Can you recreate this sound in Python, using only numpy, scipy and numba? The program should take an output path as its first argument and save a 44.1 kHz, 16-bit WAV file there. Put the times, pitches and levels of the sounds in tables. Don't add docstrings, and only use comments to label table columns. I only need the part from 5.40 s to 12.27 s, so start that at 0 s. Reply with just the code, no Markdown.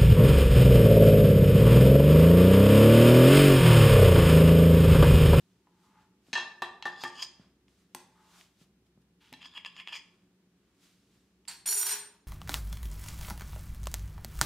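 import sys
import numpy as np
from scipy import signal
from scipy.fft import rfft, irfft, next_fast_len
from scipy.io import wavfile
from scipy.ndimage import uniform_filter1d
from numba import njit

SR = 44100
rng = np.random.default_rng(int(sys.argv[2]) if len(sys.argv) > 2 else 0)


def persist_wave(psi):
    counts = np.round(np.clip(psi, -1, 1) * 32767).astype(np.int16)
    wavfile.write(sys.argv[1], SR, np.atleast_2d(counts).T)


N = 302967


def amp(db):
    return np.exp(np.asarray(db) * (np.log(10) / 20))


def unit_rms(x):
    return x / np.sqrt(np.mean(x ** 2) + 1e-20)


def butter(x, order, hz, kind="low"):
    return signal.sosfilt(signal.butter(order, hz, kind, fs=SR, output="sos"), x)


def swell(s, db, rise, hold, fall):
    rise, fall, out = max(rise, 1e-3), max(fall, 1e-3), np.zeros(N)
    first, last = (int(np.clip(v * SR, 0, N)) for v in (s - 4 * rise, s + hold + 4 * fall))
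    t = np.arange(first, last) / SR - s
    out[first:last] = amp(db - 20 * np.maximum(np.maximum(-t / rise, (t - hold) / fall), 0))
    return out


def clicks(times, sizes):
    out = 1e-18 * np.cos(np.arange(N))
    np.add.at(out, np.round(np.asarray(times) * SR).astype(int), sizes)
    return out


def grains(per_s, spread_db):
    sizes = amp(spread_db * np.minimum(rng.exponential(1, N), 4)) * rng.choice([-1, 1], N)
    return unit_rms(sizes * (rng.random(N) < per_s / SR)) + 1e-18


def ring(x, hz, t60):
    r, w = amp(-60 / (t60 * SR)), 2 * np.pi * hz / SR
    return signal.lfilter([.5, 0, -.5], [1, -2 * r * np.cos(w), r * r], x)


def resonances(x, peaks, treble_db=0):
    out, lifted = 0, x * amp(treble_db)
    for k, (hz, width, db) in enumerate(peaks):
        r = np.exp(-np.pi * width / SR)
        poles = [1, -2 * r * np.cos(2 * np.pi * hz / SR), r * r]
        band = signal.lfilter([1 - r, 0, r - 1], poles, lifted if hz > 4000 else x)
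        out = out + (-1) ** k * amp(db) * band
    return out


@njit
def glide(x, hz, width_hz):
    cosine, r = np.cos(2 * np.pi * hz / SR), np.exp(-np.pi * width_hz / SR)
    y = np.zeros(len(x))
    for i in range(2, len(x)):
        y[i] = (1 - r) * (x[i] - x[i - 2]) + 2 * r * cosine[i] * y[i - 1] - r * r * y[i - 2]
    return y


def equalise(x, curve):
    hz, db = np.transpose(curve)
    size = next_fast_len(N)
    log_hz = np.log(np.fft.rfftfreq(size, 1 / SR) + 1)
    return irfft(rfft(x, size) * amp(np.interp(log_hz, np.log(hz), db)), size)[:N]


def spread(mid, side):
    side = butter(side, 1, 3000, "high")
    return np.array([mid + side, mid - side])


def wide_noise(curve, side_db):
    mid, side = rng.standard_normal((2, N))
    return unit_rms(np.array([equalise(channel, curve) for channel in spread(mid, amp(side_db) * side)]))


# f/Hz, level/dB
ROOM_TONE_EQ = [(12, -70), (20, -43), (45, -13), (88, -10), (123, -4.5), (150, -11), (187, 1.5),
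                (262, -11.5), (367, -9.5), (574, -22.5), (1190, -26.5), (1860, -27), (2020, -28.5),
                (2820, -29.5), (16000, -42.5)]
def room_tone():
    return amp(-70.5) * wide_noise(ROOM_TONE_EQ, side_db=3.5)


# f/Hz, width/Hz, rms level/dB
HUM_PARTIALS = [(62.5, 1.3, -82.5), (118.3, 8.9, -92.5), (177.94, 5.8, -76), (283.5, 49, -80),
                (360.8, 52, -80.5)]
def appliance_hum():
    noise, out = rng.standard_normal(N), 0
    for hz, width, db in HUM_PARTIALS:
        peak = [(hz, width, 0)]
        out = out + amp(db) * unit_rms(resonances(resonances(noise, peak), peak))
    return out


# f/Hz, t60/s
KITCHEN_DECAY = [(250, 0.82), (1000, 0.53), (3000, 0.47), (7000, 0.39), (13000, 0.17)]
def kitchen_reverb(x, side_db):
    t, tail = np.arange(SR * 3 // 4) / SR, 0
    hz, t60 = np.transpose(KITCHEN_DECAY)
    edges = np.r_[60, np.sqrt(hz[1:] * hz[:-1]), 19000]
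    for low, high, seconds in zip(edges, edges[1:], t60):
        band = butter(rng.standard_normal((2, len(t))), 2, [low, high], "band")
        tail = tail + band * amp(-60 * t / seconds)
    build_up = 1 - np.exp(-t / 0.0027)
    mid, side = signal.fftconvolve(x[None], tail * build_up, axes=1)[:, :N]
    return spread(mid, amp(side_db) * side)


# f/Hz, level/dB
RUB_EQ = [(350, -42), (600, -2.5), (1020, -8), (1130, -2.5), (1240, -5.5), (1870, -9), (3650, -11),
          (7550, -19.5), (15800, -34)]
# briskest t/s, level/dB, rise/s, fall/s, brightness/dB
SOFT_RUBS = [(.005, -86, 0.011, 0.095, 13), (.12, -91, 0.3, 0.38, 18.5), (.44, -83.5, .12, 0.25, 17),
             (.62, -73, 0.1, 0.1, -1), (0.877, -77, 0.069, 0.6, 13.5), (2.028, -68, 0.15, 0.13, -13),
             (2.285, -86, 0.013, 0.29, 17), (2.409, -93, 0.11, 0.09, 23), (2.6, -89, 0.051, 0.083, 32.5),
             (3.002, -66, 0.25, 0.12, 14), (3.22, -82, 0.064, 0.064, 24.5),
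             (3.466, -82, 0.013, 0.033, 11.5), (3.619, -89.5, .012, 0.017, 20.5),
             (4.748, -79.5, 0.14, 0.25, 4.5), (5.29, -81.5, 0.29, 0.23, 1), (5.44, -82.5, 0.08, 0.26, 25),
             (5.749, -88, 0.16, 0.31, 20)]
def soft_rubbing():
    friction = wide_noise(RUB_EQ, side_db=-5.5)
    level, treble_lift = amp(-92.5), 0
    for s, db, rise, fall, bright_db in SOFT_RUBS:
        rub = swell(s, db, rise, 0, fall)
        level = level + rub
        treble_lift = treble_lift + rub * (amp(bright_db) - 1)
    return level * friction + treble_lift * butter(friction, 1, 6000, "high")


# t/s, level/dB, f/Hz
SOFT_BUMPS = [(0.885, -54.5, 268), (.932, -42.5, 230), (1.219, -47, 234), (1.454, -47, 240),
              (1.637, -42.5, 263), (1.997, -49.5, 190.5), (2.548, -48.5, 250), (3.215, -55, 179),
              (3.576, -55.5, 193.3), (3.925, -46.5, 250)]
def soft_bumps(t60=0.082):
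    rings = sum(ring(clicks([s], amp(db)), hz, t60) for s, db, hz in SOFT_BUMPS)
    s, db, _ = np.transpose(SOFT_BUMPS)
    thud = ring(clicks(s, amp(db - 6)), 162, t60)
    return butter(rings + thud, 2, 1200)


# t/s, level/dB, handle-end accent/dB
KNIFE_LANDINGS = [(6.0816, -42, 28.5), (6.2607, -24, 4.5), (6.288, -19, 16.5), (6.315, -18, -14),
                  (6.329, -11.5, -1), (6.383, -28, 3), (6.4141, -10.5, -17), (6.431, -9.5, -8),
                  (6.466, -14.5, -18), (6.494, -24.5, -18), (6.519, -28, -13)]
# t/s, touch level/dB, clatter level/dB, hold/s, fall/s
ROCKING = [(6.077, -45.5, -47.5, 0.03, 0.073), (6.258, -22.5, -42.5, 0.056, 0.011),
           (6.324, -10, -34.5, 0.057, 0.085), (6.43, -26.5, -36, 0.093, 0.023)]
FREE_KNIFE_HZ = [415, 1481, 4285, 4600, 5727, 6960, 7615, 8150, 8721, 9215, 10675, 10788, 12584, 13105,
                 14497, 14520]
# level/dB, t60/s, left minus right/dB
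FREE_KNIFE_MODES = [(-31, 0.32, -4.5), (-27, 0.29, -1.5), (-22.5, 0.2, 4.5), (-19, 0.079, -9),
                    (-7, 0.14, -7.5), (-2.5, 0.086, -5), (-17.5, 0.071, -16.5), (-23, 0.21, 14.5),
                    (-0.5, 0.15, 0.5), (-17, 0.13, 5), (-1, 0.083, 1.5), (-15, 0.18, -21.5), (-8, 0.22, 9),
                    (-34, 0.12, -5.5), (-19.5, 0.091, 18), (-13, 0.26, -15.5)]
HANDLE_MODES_HZ = [4285, 4600, 7615, 8150]
# f/Hz, level/dB
CLATTER_EQ = [(300, -24.5), (600, -21.5), (900, -5), (1200, -13), (1550, -5.5), (2600, -8.5), (4500, -6.5),
              (7000, -13.5), (9000, -8.5), (11500, -35.5), (15000, -23), (15800, -32)]
def knife_rattle(touches_per_s=300, bounce_t60=0.03):
    s, db, handle_db = np.transpose(KNIFE_LANDINGS)
    touch_level = sum(swell(at, level, 0, hold, fall) for at, level, _, hold, fall in ROCKING)
    clatter_level = sum(swell(at, level, 0, hold, fall) for at, _, level, hold, fall in ROCKING)
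    touches = touch_level * (rng.random(N) < touches_per_s / SR)
    bounce_level = signal.lfilter([1], [1, -amp(-60 / (bounce_t60 * SR))], clicks(s, amp(db - 19)))
    stone = unit_rms(equalise(grains(per_s=3000, spread_db=3.3), CLATTER_EQ))
    ticks = amp(-24) * signal.lfilter([1, 0, -1], [1, -.5, .1], clicks(s, amp(db)))
    out = ((bounce_level + clatter_level) * stone + ticks) * amp([[-1.1], [1.1]])
    for hz, (mode_db, t60, pan_db) in zip(FREE_KNIFE_HZ, FREE_KNIFE_MODES):
        colour_db = 0.4 * np.log2(hz / 7000) + handle_db * (hz in HANDLE_MODES_HZ)
        hit_db = db - 11 + colour_db + rng.normal(0, 6.6, len(s))
        blows = amp(-13.5) * touches * rng.standard_normal(N) + clicks(s, amp(hit_db))
        out += amp(mode_db + np.array([[pan_db], [-pan_db]]) / 2) * ring(blows, hz, t60)
    return out


# t/s, level/dB, thump/dB, top/dB, ring/dB, upper ring/dB, crunch t60/s
KNIFE_KNOCKS = [(0.2708, -82, 24.5, -45, -41, 2, .05), (0.9305, -21.5, -8, -35.5, -14.5, 6.5, 0.063),
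                (0.9373, -29, -10, -42.5, -9, 6, 0.018), (0.9539, -26.5, -5, -46.5, -4.5, -3.5, .12),
                (.975, -27.5, -6, -47.5, -10, -1, 0.27), (1.221, -25, -1, -28, -8, -8.5, 0.091),
                (1.2443, -27, -9.5, -46, -31, -19, 0.032), (1.4252, -19.5, -16, -40.5, -32, 8, 0.014),
                (1.455, -26, -3, -32.5, -5, -20.5, 0.12), (1.637, -23.5, -0.5, -19.5, -21, 4.5, 0.025),
                (1.65, -44.5, 5, -23, 7, -36, 0.077), (2.5485, -42.5, 15, 11, -52, -5, 0.015),
                (3.928, -38.5, -6.5, -8, -36, -3.5, 0.015), (3.9375, -37, -6, -45, -22.5, 11.5, 0.018)]
GLASS_HZ = [375, 826, 884, 1129, 1187, 1789, 1826, 2584, 2705, 2912, 3268, 3945, 3994, 4328, 5109, 6245,
            6930, 7924, 9039, 9787, 10600, 12300, 13800]
# level/dB, t60/s
GLASS_MODES = [(-25, .1), (-16.5, .1), (-10, .1), (-44, .12), (-6.5, .09), (2.5, 0.11), (-13.5, 0.15),
               (-5.5, 0.038), (-8, 0.14), (-13, 0.083), (-15.5, .15), (-7.5, 0.093), (-12.5, 0.057),
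               (-10, 0.071), (-10, 0.1), (-12, 0.11), (-6, .08), (14.5, 0.029), (7, 0.092), (0.5, 0.08),
               (0.5, 0.06), (-1.5, 0.057), (-2.5, 0.05)]
# f/Hz, width/Hz, level/dB
KNOCK_BODY = [(356, 10, 20), (861, 165, 24.5), (1130, 1800, -5.5), (1870, 190, 8), (3500, 870, 6),
              (7700, 15000, 6)]
def knife_knocks(contact_hz=6800, top_hz=6600):
    out, t = np.zeros(N), np.arange(SR // 2) / SR
    click = 1. * (t == 0)
    for s, db, thump_db, top_db, ring_db, upper_db, t60 in KNIFE_KNOCKS:
        crunch = rng.standard_normal(len(t)) * amp(-15.5 + np.maximum(-60 * t / t60, -300))
        colour_db = lambda hz: thump_db * (hz < 1500) + top_db * (hz > top_hz)
        *body, tick = [(hz, width, level + colour_db(hz)) for hz, width, level in KNOCK_BODY]
        hit = click + crunch
        knock = amp(5.5) * (resonances(butter(hit, 3, contact_hz), body) + resonances(hit, [tick]))
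        hard_push = click + amp(-7) * crunch
        soft_push = butter(hard_push, 3, contact_hz)
        for hz, (mode_db, mode_t60) in zip(GLASS_HZ, GLASS_MODES):
            gain = amp(mode_db + ring_db + colour_db(hz) + upper_db * (hz > 2400))
            knock += gain * ring(soft_push if hz < top_hz else hard_push, hz, mode_t60)
        out[round(s * SR):][:len(t)] += amp(db) * knock
    return out


# full pressure t/s, level/dB, rise/s, hold/s, grit/dB
PASTRY_CUTS = [(0.583, -66, 0.32, 0.015, -21), (2.758, -69, 0.024, 0.21, -14),
               (3.811, -76.5, 0.01, 0.081, 9)]
# f/Hz, width/Hz, level/dB
PASTRY_LID = [(867, 47, 3.5), (1250, 370, -6), (2140, 130, -23.5)]
# f/Hz, width/Hz, level/dB
CRUST_GRIT = [(3020, 1500, 4), (1500, 900, -7)]
def pastry_cuts():
    crumbs = grains(per_s=1800, spread_db=1.3)
    box, grit = unit_rms(resonances(crumbs, PASTRY_LID)), unit_rms(resonances(crumbs, CRUST_GRIT))
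    return sum(swell(s, db, rise, hold, fall=0.096) * (box + amp(grit_db) * grit)
               for s, db, rise, hold, grit_db in PASTRY_CUTS)


# hardest t/s, level/dB, rise/s, squeak f/Hz at that moment,
# glide factor (pulled > 0, pushed < 0, pressed down 0), brightness/dB
SAW_STROKES = [(1.47, -33, .004, 3300, 0, -18), (1.627, -38, 0.11, 3390, -0.034, 2),
               (1.678, -56, 0.034, 3400, -0.17, 12.5), (1.801, -37.5, 0.064, 3000, 0.047, -2.5),
               (1.826, -35.5, 0.018, 3140, 0.37, 8.5), (4.022, -48.5, .025, 2800, 1, -7.5),
               (4.06, -43.5, 0.052, 3100, 1, -3), (4.174, -36.5, 0.05, 2640, -1.26, -11.5),
               (4.259, -35, 0.0088, 2650, 1, -8), (4.37, -54, 0.01, 2880, -1, -4.5),
               (4.404, -39.5, 0.062, 2320, -1, -11), (4.485, -37.5, 0.018, 2530, 1, -9.5),
               (4.528, -34.5, 0.015, 2650, -1, -6), (4.562, -39.5, 0.031, 2280, -1.4, 4)]
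# t/s, level/dB
SNAPS_AND_TICK = [(0.8677, -56.5), (1.8224, -47), (1.8254, -28.5), (1.8328, -30.5), (2.2821, -54),
                  (3.011, -44), (3.2098, -66), (3.467, -72.5), (3.617, -76), (3.9274, -37.5),
                  (4.0178, -39.5), (4.029, -38), (4.0571, -38), (4.14, -48), (4.178, -29.5), (4.2488, -28),
                  (4.2594, -34.5), (4.3655, -36.5), (4.4005, -33), (4.4744, -26.5), (4.485, -38),
                  (4.532, -51), (4.5452, -36), (4.5547, -30), (4.5694, -38.5), (6.0529, -52)]
HELD_BLADE_HZ = [1050, 1740, 2690, 3340, 4330, 4990, 5180, 5950, 6920, 8150, 8950, 10900, 5500, 13000]
# width/Hz, level/dB
HELD_BLADE_MODES = [(220, -10.5), (55, -4.5), (263, -13.5), (140, -1.5), (39.7, -26), (260, -2.5), (60, -8),
                    (150, -17), (60, -7), (60, -14), (50.6, -20.5), (70, -44.5), (4900, -35.5),
                    (3000, -37.5)]
def rim_sawing(glide_hz_per_s=17400, squeak_range_hz=(2166, 3550), buried_s=.085):
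    t = np.arange(N) / SR
    peak_s, stroke_db, rise, peak_hz, way, stroke_bright_db = np.transpose(SAW_STROKES)
    strokes = np.array([swell(*row, hold=0, fall=0.039) for row in zip(peak_s, stroke_db, rise)])
    rasp = strokes.sum(axis=0) * grains(per_s=4000, spread_db=3)
    loudest = strokes.argmax(axis=0)
    since_peak = t - peak_s[loudest]
    buried = np.abs(since_peak) < buried_s
    bright_db = np.clip(np.interp(t, peak_s, stroke_bright_db), -30, 14) * buried
    snap_s, snap_db = np.transpose(SNAPS_AND_TICK)
    snaps = clicks(snap_s, amp(snap_db))
    tick = signal.lfilter([1, 0, -1], [1, -.9, .35], snaps * amp(bright_db - 13.5))
    dry_peaks = [(1050, 500, -8.5), (1800, 500, -1.5), (2650, 1100, 3.5)]
    crack = amp(18.5) * resonances(butter(snaps, 4, 3900), dry_peaks)
    squeak_hz = np.clip(peak_hz[loudest] + way[loudest] * glide_hz_per_s * since_peak, *squeak_range_hz)
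    squeak = glide(amp(9) * rasp + amp(12) * snaps, squeak_hz, width_hz=200)
    modes = [(hz, *voicing) for hz, voicing in zip(HELD_BLADE_HZ, HELD_BLADE_MODES)]
    blade = resonances(amp(10.5) * rasp + amp(22) * snaps, modes, treble_db=bright_db)
    return blade + squeak + crack + tick


def scene():
    dish = knife_knocks() + pastry_cuts() + soft_bumps()
    sawing, rattle = rim_sawing(), knife_rattle()
    direct = (dish + sawing) * amp([[.2], [-.2]]) + rattle
    send = dish + amp(-4) * sawing + rattle.mean(axis=0)
    reverb = amp(-37.5) * kitchen_reverb(send, side_db=-3)
    return direct + reverb + soft_rubbing() + room_tone() + appliance_hum()


def record(dry):
    limit_db, release_db_per_s, cutoff_hz = -19, 197, 16500
    release_db = release_db_per_s * np.arange(N) / SR
    over_db = np.maximum(20 * np.log10(np.abs(dry).max(axis=0) + 1e-9) - limit_db, 0)
    reduction_db = uniform_filter1d(np.maximum.accumulate(over_db + release_db) - release_db, size=45)
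    low_pass = signal.cheby2(12, 60, cutoff_hz, fs=SR, output="sos")
    return signal.sosfilt(low_pass, dry * amp(-reduction_db))


dry = scene()
out = record(dry)
persist_wave(out)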